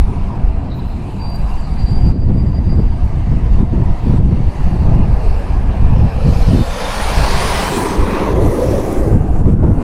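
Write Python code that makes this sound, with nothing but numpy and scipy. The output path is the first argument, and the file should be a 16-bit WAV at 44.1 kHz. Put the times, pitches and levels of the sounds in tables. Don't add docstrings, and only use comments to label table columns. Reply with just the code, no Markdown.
import sys
import numpy as np
from scipy import signal
from scipy.io import wavfile
from scipy.ndimage import uniform_filter1d, minimum_filter1d

SR = 44100
rng = np.random.default_rng(int(sys.argv[2]) if len(sys.argv) > 2 else 0)


def nominal_scale(level):
    x = np.asarray(level, float) / 20
    return 10 ** x


def put_to_file(sound):
    columns = np.atleast_2d(sound).T
    safe = np.clip(columns, -1, 1)
    whole_steps = np.round(safe * 32767)
    wavfile.write(sys.argv[1], SR, whole_steps.astype(np.int16))


N = 433503
STEP = 64


def rms_one(x):
    return x / np.sqrt(np.mean(x ** 2) + 1e-20)


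def control_times():
    return np.arange(0, N + STEP, STEP) / SR


def in_time(rows):
    s, *columns = np.transpose(rows)
    return [np.interp(control_times(), s, column) for column in columns]


def every_sample(control):
    return np.interp(np.arange(N) / STEP, np.arange(len(control)), control)


def at_hz(points, hz):
    table_hz, table_db = np.array(points).T
    return np.interp(np.log(hz), np.log(table_hz), table_db)


def drift(rate_hz):
    r = np.exp(-2 * np.pi * rate_hz * STEP / SR)
    white = rng.standard_normal(N // STEP + 1002)
    settled = signal.lfilter([1], [1, -2 * r, r * r], white)[1000:]
    return rms_one(settled)


def puff(start_s, length_s, rise_s, fall_s):
    t = control_times()
    before = np.maximum(start_s - t, 0) / rise_s
    after = np.maximum(t - start_s - length_s, 0) / fall_s
    return np.exp(-before ** 2 - after ** 2)


def sounding(rows, fade_s):
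    first, last = rows[0][0], rows[-1][0]
    return np.interp(np.arange(N) / SR, [first - fade_s, first, last, last + fade_s], [0, 1, 1, 0])


def resonate(x, hz, width_hz):
    r = np.exp(-np.pi * width_hz / SR)
    poles = [1, -2 * r * np.cos(2 * np.pi * hz / SR), r * r]
    return signal.lfilter([(1 - r * r) / 2, 0, (r * r - 1) / 2], poles, x)


def breathy(rows, width_hz, patchy_db=0):
    hz, level_db = in_time(rows)
    lowpass = signal.butter(2, width_hz / 2, fs=SR, output="sos")
    low = signal.sosfilt(lowpass, rng.standard_normal((2, N)))
    phase = 2 * np.pi * np.cumsum(every_sample(hz)) / SR
    band = rms_one(low[0] * np.cos(phase) + low[1] * np.sin(phase))
    return band * every_sample(nominal_scale(level_db + patchy_db * drift(18))) * sounding(rows, 0.032)


def noise_bank(edges, level_db, steadied=0):
    white, out = rng.standard_normal((2, N + SR)) * np.sqrt(SR / 2), 0
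    for k, (low, high) in enumerate(zip(edges, edges[1:])):
        bandpass = signal.butter(2, [low, high], "band", fs=SR, output="sos")
        band = signal.sosfilt(bandpass, white[k % 2])[SR:]
        if steadied:
            local_power = uniform_filter1d(band ** 2, size=5000) + 1e-9
            band = band * (np.mean(band ** 2) / local_power) ** (steadied / 2)
        out = out + band * every_sample(nominal_scale(level_db(np.sqrt(low * high))))
    return out


def limited(x, ceiling):
    over_db = np.maximum(20 * np.log10(np.abs(x) / ceiling + 1e-9), 0)
    slope = 400 * np.arange(N) / SR
    held_db = np.maximum.accumulate(over_db + slope) - slope
    cut_db = -minimum_filter1d(-held_db, size=513)
    return x * nominal_scale(-uniform_filter1d(uniform_filter1d(cut_db, size=257), size=257))


def ducking():
    # (start_s, depth_db)
    drops = [(2.119, 10), (2.85, 0.5), (3.62, 5.5), (4.18, 6.5), (4.95, 1), (9.17, 1), (9.41, 5),
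             (9.535, 10.5)]
    t = np.arange(N) / SR
    fall_s, recover_s = 0.015, 0.25
    cut_db = 0
    for start, db in drops:
        fall = np.clip((t - start) / fall_s, 0, 1)
        cut_db = cut_db + db * fall * np.exp(-np.maximum(t - start, 0) / recover_s)
    return nominal_scale(-cut_db)


def tyre_power(colour, band, hz, level_db, tilt=0, pitch=1):
    low, high = band

    def tilted(f):
        return nominal_scale(2 * (at_hz(colour, f / pitch) + tilt * np.log2(f / np.sqrt(low * high))))
    within = sum(tilted(f) * f for f in np.geomspace(low, high, 8)) * np.log(high / low) / 8
    return nominal_scale(2 * level_db) * tilted(hz) / within


def road():
    # (pitch_hz, level_db per Hz)
    far_colour = [(150, 2), (250, -1.5), (553, -12.5), (729, -7), (995, -13), (1480, -26), (1610, -23.5),
                  (2090, -27.5), (2660, -27.5), (3330, -38.5), (4470, -36.5), (6650, -48.5), (8620, -46.5),
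                  (12600, -58), (15500, -70)]
    near_colour = [(120, -39), (200, 11), (231, -23), (327, -27), (358, 0), (462, 4.5), (957, 3),
                   (1330, -1.5), (1510, -6), (2210, -5.5), (3180, -11.5), (5110, -12), (7090, -23),
                   (10200, -23), (15500, -39)]
    tail_colour = [(110, -29), (180, 0.5), (261, 5), (321, 9.5), (401, 6), (511, 3.5), (800, -11),
                   (1120, -15), (1590, -27), (1960, -24), (3180, -52), (3620, -37), (4130, -40.5),
                   (9730, -34.5), (15500, -47)]
    # (pitch_hz, level_db per Hz)
    roar_colour = [(400, -18), (650, -12), (950, 13), (1250, -5), (1700, -12), (4000, -45)]
    grit_colour = [(3000, 5.5), (4500, 2), (6500, 5), (8000, -6), (10000, -1), (15500, -19.5)]
    # (time_s, level_db, brightness_db per octave)
    traffic = [(0.0, -46, 3), (0.12, -46, 1.5), (0.68, -49, 0), (1.16, -48.5, 3), (1.32, -47, 1.5),
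               (1.5, -46, 2.5), (2.08, -45.5, 1.5), (2.5, -48, 1.5), (3.05, -47, 1), (3.5, -46.5, 1),
               (3.75, -44, 0.5), (4.1, -44.5, 2.5), (4.4, -43.5, 1.5), (4.65, -42.5, 2), (4.95, -44, 0.5),
               (5.3, -41, 2), (5.65, -43.5, 1), (7.0, -37.5, 3), (9.5, -51.5, -2.5), (9.7, -55, -6),
               (9.83, -39.5, -1.5)]
    first_car = [(5.9, -64, -4.5), (6.3, -42.5, 4), (6.69, -36.5, 2), (6.81, -29.5, 0.5), (7.59, -24, 1),
                 (7.8, -30, -0.5), (8.03, -34.5, -2), (8.21, -31.5, -3.5), (8.36, -39, -4)]
    # (time_s, level_db, brightness_db per octave, pitch factor)
    second_car = [(7.55, -40.5, 6, 0.92), (7.77, -20.5, 3, 0.84), (8.1, -21.5, 1, 0.98),
                  (8.38, -16, -0.5, 1.03), (8.55, -18.5, 1, 1.03), (8.73, -18.5, 0.5, 1.1),
                  (9.11, -20.5, 0, 1.01), (9.21, -28, 0, 0.89), (9.83, -27.5, 1, 0.94)]
    # (start_s, length_s, level_db)
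    far_cars = [(0.097, 0.23, -41), (0.7, 0.06, -55), (1.086, 0.5, -41.5), (1.9, 0.19, -53),
                (2.45, 0.13, -41.5), (3.2, 0.28, -48), (3.854, 0.14, -45), (4.55, 0.73, -41),
                (9.37, 1, -37.5)]
    # (time_s, centre_hz, depth_db)
    ground_dip = [(4.8, 294, 0), (5.3, 290, 15), (5.6, 310, -3.5), (5.8, 325, 3), (6.2, 336, 29),
                  (7.1, 387, 2.5), (7.6, 560, 3), (7.8, 587, 6), (8.1, 746, 8.5), (8.4, 624, 1),
                  (9.3, 685, -1)]
    hiss, boom, sizzle, roar = (1500, 6000), (300, 560), (6500, 15000), (600, 1300)

    first = puff(first_car[0][0], first_car[-1][0] - first_car[0][0], 0.75, 0.019)
    second = puff(second_car[0][0], 9.0, 0.11, 1)
    grit = puff(8.68, 0.051, 0.25, 0.21)
    singles = sum(nominal_scale(2 * db) * puff(s, length, 0.041, 0.041) for s, length, db in far_cars)
    far_curves, first_curves, second_curves = [in_time(rows) for rows in (traffic, first_car, second_car)]
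    together = drift(80)
    dip_hz, dip_db = in_time(ground_dip)

    def level_db(hz):
        power = tyre_power(far_colour, hiss, hz, *far_curves)
        power = power + first * tyre_power(near_colour, hiss, hz, *first_curves)
        power = power + second * tyre_power(tail_colour, boom, hz, *second_curves)
        power = power + grit * tyre_power(grit_colour, sizzle, hz, -45)
        power = power + singles * tyre_power(roar_colour, roar, hz, 0)

        def bell(centre):
            return np.exp(-(np.log2(hz / centre) / 0.34) ** 2)
        dip = dip_db * (bell(dip_hz) - 0.52 * bell(1.406 * dip_hz))
        patches = 1.89 * drift(9.6) + 1.48 * drift(0.63)
        return 10 * np.log10(power) - dip + 0.57 * together + patches
    return noise_bank(np.geomspace(160, 16500, 46), level_db)


def idle():
    # (time_s, level_db)
    loudness = [(0.0, -19.5), (1.05, -30.5), (1.14, -30), (1.34, -22.5), (1.46, -22.5), (1.58, -29),
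                (1.67, -21), (2.0, -28.5)]
    # (pitch_hz, level_db)
    orders = [(100, -27), (150, -8), (197, -8), (240, -17)]
    level_db, = in_time(loudness)
    white, width_hz = rng.standard_normal(N), 12
    hum = 0
    for hz, db in orders:
        narrow = resonate(resonate(white, hz, width_hz), hz, width_hz)
        hum = hum + nominal_scale(db) * rms_one(narrow)
    return hum * every_sample(nominal_scale(level_db)) * sounding(loudness, 0.45)


def small_sounds():
    # (time_s, centre_hz, level_db)
    scuff = [(3.035, 9500, -76), (3.055, 9500, -57), (3.08, 9700, -67.5)]
    rustle = [(0.72, 13500, -82), (0.745, 13500, -66), (0.85, 13500, -70), (0.94, 13500, -71),
              (1.0, 13500, -81), (1.28, 13500, -83), (1.31, 13500, -65), (1.4, 13500, -68),
              (1.47, 13500, -81)]
    return breathy(scuff, width_hz=7000) + breathy(rustle, width_hz=4000, patchy_db=5.5)


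def ticks():
    # (time_s, peak_db, centre_hz)
    events = [(1.3014, -39, 11500), (1.3534, -48, 11000), (1.3593, -34, 9500), (1.362, -42.5, 11000),
              (1.3714, -42, 11500), (1.39, -44, 11500), (0.5801, -55, 10000), (0.6489, -56, 10000),
              (2.0208, -47, 10000), (4.0856, -44, 9000), (4.4947, -47, 10000), (4.9514, -38, 8540),
              (9.4828, -49, 10000), (8.9286, -27, 11000), (6.32, -28, 3200), (0.65, -42, 2700)]
    decay_s, breadth, trim_db = 0.00054, 0.55, 5
    out, t = np.zeros(N + SR), np.arange(600) / SR
    for s, peak_db, hz in events:
        burst = rng.standard_normal(len(t)) * np.exp(-t / decay_s)
        at = round(s * SR)
        out[at:at + len(t)] += nominal_scale(peak_db + trim_db) * resonate(burst, hz, breadth * hz)
    return out[:N]


def chinks():
    # (time_s, peak_db)
    knocks = [(1.5524, -36), (1.618, -41), (1.6714, -39), (1.732, -43), (1.79, -43)]
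    # (pitch_hz, level_db, time to fall 60 dB in s)
    modes = [(5950, -17, .08), (5760, -19, .06), (6100, -20, .06), (7200, -18, .07), (7350, -21, .06),
             (7760, -19, .08)]
    out, t = np.zeros(N), np.arange(5000) / SR
    for s, peak_db in knocks:
        at = round(s * SR)
        for hz, level_db, t60 in modes:
            mode_db = peak_db + level_db + 2.5 * rng.standard_normal()
            swell = (1 - np.exp(-t / 0.0029)) * nominal_scale(mode_db - 60 * t / t60)
            out[at:at + len(t)] += swell * np.sin(2 * np.pi * hz * t)
    return out


def squeal(beads, pitch, octave_db):
    edge_s, sag_db, swell_db = 0.012, 12, 2.5
    rows = []
    for start, end, db in beads:
        rows += [(start - edge_s / 2, db - sag_db), (start + edge_s / 2, db - swell_db)]
        rows += [(start + 0.89 * (end - start), db), (end + edge_s / 2, db - sag_db)]
    level_db, = in_time(sorted(rows))
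    hz = in_time(pitch)[0] + 12 * drift(33)
    phase = 2 * np.pi * np.cumsum(every_sample(hz)) / SR
    tone = np.sin(phase) + nominal_scale(octave_db) * np.sin(2 * phase)
    swell = uniform_filter1d(nominal_scale(level_db + 2.2 * drift(90)), size=5)
    return np.sqrt(2) * tone * every_sample(swell) * sounding(rows, 0.01)


def brake_squeals():
    # (start_s, end_s, level_db)
    main_beads = [(1.205, 1.385, -39), (1.39, 1.42, -50), (1.45, 1.51, -55), (1.575, 1.6, -47),
                  (1.62, 1.66, -49), (1.7, 1.75, -50), (1.78, 1.845, -42.5), (1.86, 1.995, -40),
                  (2.01, 2.1, -42.5), (2.13, 2.18, -52), (2.2, 2.24, -50), (2.255, 2.295, -60),
                  (2.33, 2.35, -57), (2.375, 2.42, -47), (2.46, 2.5, -54), (2.535, 2.59, -48),
                  (2.64, 2.68, -53), (2.69, 2.745, -43.5), (2.77, 2.83, -51), (2.86, 2.98, -56)]
    thin_beads = [(1.0, 1.1, -72), (1.11, 1.18, -70), (1.2, 1.3, -72), (1.35, 1.48, -71), (1.65, 1.9, -71)]
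    # (time_s, pitch_hz)
    main_pitch = [(1.2, 4680), (1.45, 4705), (2.1, 4738), (2.98, 4768)]
    thin_pitch = [(1.0, 7790), (1.09, 7800), (1.11, 7950), (1.19, 7940), (1.21, 7780), (1.9, 7765)]
    return squeal(main_beads, main_pitch, octave_db=-32) + squeal(thin_beads, thin_pitch, octave_db=-35)


def brake_pads():
    # (time_s, centre_hz, level_db)
    rub = [(0.55, 4100, -61), (0.69, 3960, -64), (0.724, 3960, -44), (0.76, 3960, -55), (0.8, 3960, -50),
           (0.84, 4000, -57), (0.92, 4130, -55), (1.05, 4080, -64)]
    pad_hum = [(1.08, 4000, -66), (1.3, 4000, -59), (1.46, 3970, -59), (1.52, 3960, -68)]
    scrub = [(1.5, 4250, -62), (1.65, 4300, -53), (1.85, 4200, -54), (2.05, 4300, -60), (2.3, 4300, -68)]
    rubbing = breathy(rub, width_hz=380, patchy_db=2) + breathy(pad_hum, width_hz=130)
    return rubbing + breathy(scrub, width_hz=660, patchy_db=5)


def car_tones():
    # (time_s, centre_hz, level_db)
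    whine = [(6.41, 3900, -58), (6.428, 4000, -37), (6.445, 3980, -54)]
    belt = [(6.53, 3590, -50), (6.6, 3620, -43), (6.66, 3600, -44), (6.71, 3600, -50), (6.79, 3600, -46),
            (6.85, 3580, -39), (6.9, 3620, -41), (6.95, 3580, -52)]
    # (time_s, centre_hz, level_db)
    tread = [(7.75, 986, -44), (7.88, 997, -36), (8.02, 960, -43), (8.15, 1070, -33), (8.26, 1093, -32),
             (8.38, 1000, -30)]
    arch = [(8.45, 468, -33), (8.62, 520, -23.5), (8.75, 539.6, -17.5), (8.88, 528.7, -31), (9.0, 468, -33),
            (9.1, 452, -33)]
    receding = [(8.9, 1510, -56), (9.2, 1500, -49), (9.5, 1476, -54), (9.83, 1446, -47)]
    whistles = breathy(whine, width_hz=430) + breathy(belt, width_hz=80, patchy_db=4.5)
    hums = breathy(tread, width_hz=64, patchy_db=4) + breathy(arch, width_hz=66, patchy_db=3.5)
    return whistles + hums + breathy(receding, width_hz=200, patchy_db=2)


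def air_flow():
    # (time_s, pressure_db, sharpness_db)
    breeze = [(0.0, -17.5, -8.5), (0.75, -21.5, -7), (0.92, -20.5, -7), (1.1, -25.5, -4.5),
              (1.55, -7, -17.5), (1.85, -16, -10.5), (2.16, -11, -7.5), (3.0, -15, -11.5),
              (3.39, -16, -8.5), (3.95, -16.5, -12.5), (4.27, -10, -4), (4.52, -23.5, -11), (6.45, -9, -12),
              (6.81, -19.5, -14.5), (7.2, -11, -14), (7.7, -21, -9), (8.95, -20, -9.5), (9.75, -21, -4),
              (9.83, -28, -11)]
    # (start_s, length_s, pressure_db, sharpness_db)
    gusts = [(1.807, 0.037, -6, -14), (1.909, 0.052, -10, -11), (2.015, 0.097, -7.5, -9),
             (2.28, 0.15, -16.5, -7), (2.586, 0.033, -13, -9), (2.675, 0.073, -19, -5),
             (2.794, 0.054, -13, -5), (3.03, 0.019, -6.5, -13), (3.205, 0.14, -10, -12.5),
             (3.278, 0.084, -11, -6.5), (3.44, 0.15, -9, -11.5), (3.595, 0.013, -13.5, 6),
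             (4.148, 0.036, -15, -5), (4.285, 0.061, -23, -10), (3.562, 0.043, -13, -13.5),
             (3.734, 0.083, -20, 2), (3.877, 0.012, -5, -9), (4.077, 0.12, -7, -7),
             (4.262, 0.22, -15, -9.5), (4.583, 0.19, -14, -9.5), (4.82, 0.059, -4, -11),
             (4.885, 0.13, -11.5, -7.5), (5.54, 0.17, -14, -11.5), (5.832, 0.21, -10, -8.5),
             (5.992, 0.063, -9, -7), (6.263, 0.015, -5, -6.5), (6.283, 0.046, -14, -7),
             (6.489, 0.088, -5, -4), (6.582, 0.023, -14.5, 0.5), (4.998, 0.087, -12.5, -10),
             (9.122, 0.028, -15, 2.5), (9.398, 0.04, -8, -9.5), (9.71, 0.037, -12, -9),
             (9.76, 0.02, -11.5, -9.5), (7.182, 0.017, -5.5, -11.5), (8.303, 0.17, -9.5, -10.5),
             (8.67, 0.08, -20, -4), (9.065, 0.18, -11, -8), (9.29, 0.084, -9, -12),
             (9.464, 0.12, -10.5, -5), (9.641, 0.057, -2, -2.5)]
    # (start_s, length_s, pressure_db)
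    buffets = [(0.006, 0.02, -7.5), (0.217, 0.029, -17), (0.458, 0.03, -9), (0.555, 0.013, -12),
               (0.87, 0.031, -19), (1.252, 0.013, -29), (1.485, 0.067, -34), (1.658, 0.022, -15),
               (1.99, 0.026, -23), (2.05, 0.039, -23), (2.817, 0.038, -13), (3.29, 0.057, -20),
               (3.5, 0.04, -10), (3.884, 0.034, -11.5), (4.203, 0.058, -14.5), (4.452, 0.022, -12.5),
               (4.623, 0.016, -9), (4.862, 0.027, -23), (5.094, 0.035, -19), (5.135, 0.037, -11),
               (5.25, 0.057, -10), (5.353, 0.055, -16), (5.5, 0.11, -10), (5.7, 0.03, -14),
               (5.823, 0.2, -12), (6.157, 0.03, -24), (6.286, 0.03, -15), (6.466, 0.022, -7.5),
               (6.556, 0.0099, -14), (7.32, 0.048, -10), (8.01, 0.028, -8), (8.997, 0.022, -13.5),
               (9.5, 0.1, -19.5), (9.6, 0.026, -21)]
    breeze_db, breeze_sharp = in_time(breeze)
    parts = [(nominal_scale(2 * breeze_db), breeze_sharp, 1)]
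    for s, length, db, sharp in gusts:
        parts.append((nominal_scale(2 * db) * puff(s, length, 0.013, 0.02), sharp, 2.02))
    for s, length, db in buffets:
        parts.append((nominal_scale(2 * (db + 3.5)) * puff(s, length, 0.017, 0.02), -14.5, 1))
    power = sum(p for p, _, _ in parts)
    sharp_db = sum(p * w * sharp for p, sharp, w in parts) / sum(p * w for p, _, w in parts)
    thump_db = -4.5 + 0.92 * (sharp_db + 7.5)
    return 10 * np.log10(power), sharp_db, thump_db


def wind():
    # (pitch_hz, level_db per Hz)
    eddies = [(7.1, -12), (12, 7), (32, -0.5), (86, -2.5), (159, -9), (393, -31), (524, -38), (581, -55),
              (700, -39.5), (910, -70), (1540, -120)]
    usual_db, calm_db, trim_db = -9, -22, -18
    pressure_db, sharp_db, thump_db = air_flow()
    strength = np.clip(uniform_filter1d(pressure_db - calm_db, size=200) / 10, 0, 1.5)
    lumps = drift(28) * strength
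    speed = 2 ** (0.17 * (sharp_db - usual_db) + 0.041 * lumps)
    shared_db = pressure_db + trim_db + 1.82 * lumps

    def level_db(hz):
        thump = 0.86 * (thump_db + 6.5) * np.exp(-(np.log2(hz / 85) * 2) ** 2)
        drained = 0.5 * np.maximum(sharp_db - usual_db + 4.5, 0) / (1 + (hz / 45) ** 2)
        return shared_db + at_hz(eddies, hz / speed) + thump - drained + 0.5 * drift(2.5)
    return noise_bank(np.geomspace(10, 900, 16), level_db, steadied=0.66)


def scene():
    cars = road() * ducking() + idle() + car_tones()
    brakes = brake_squeals() + brake_pads() + chinks()
    small = ticks() + small_sounds()
    buffeting = limited(wind(), 0.88)
    return (cars + brakes + small + buffeting)[None]


def roll_off(x):
    return signal.sosfilt(signal.butter(12, 15650, fs=SR, output="sos"), x)


def record(dry):
    fade = np.clip((N - np.arange(N)) / SR / 0.004, 0, 1)
    held = limited(dry[0], 0.975) * fade
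    return roll_off(held[None])


dry = scene()
out = record(dry)
put_to_file(out)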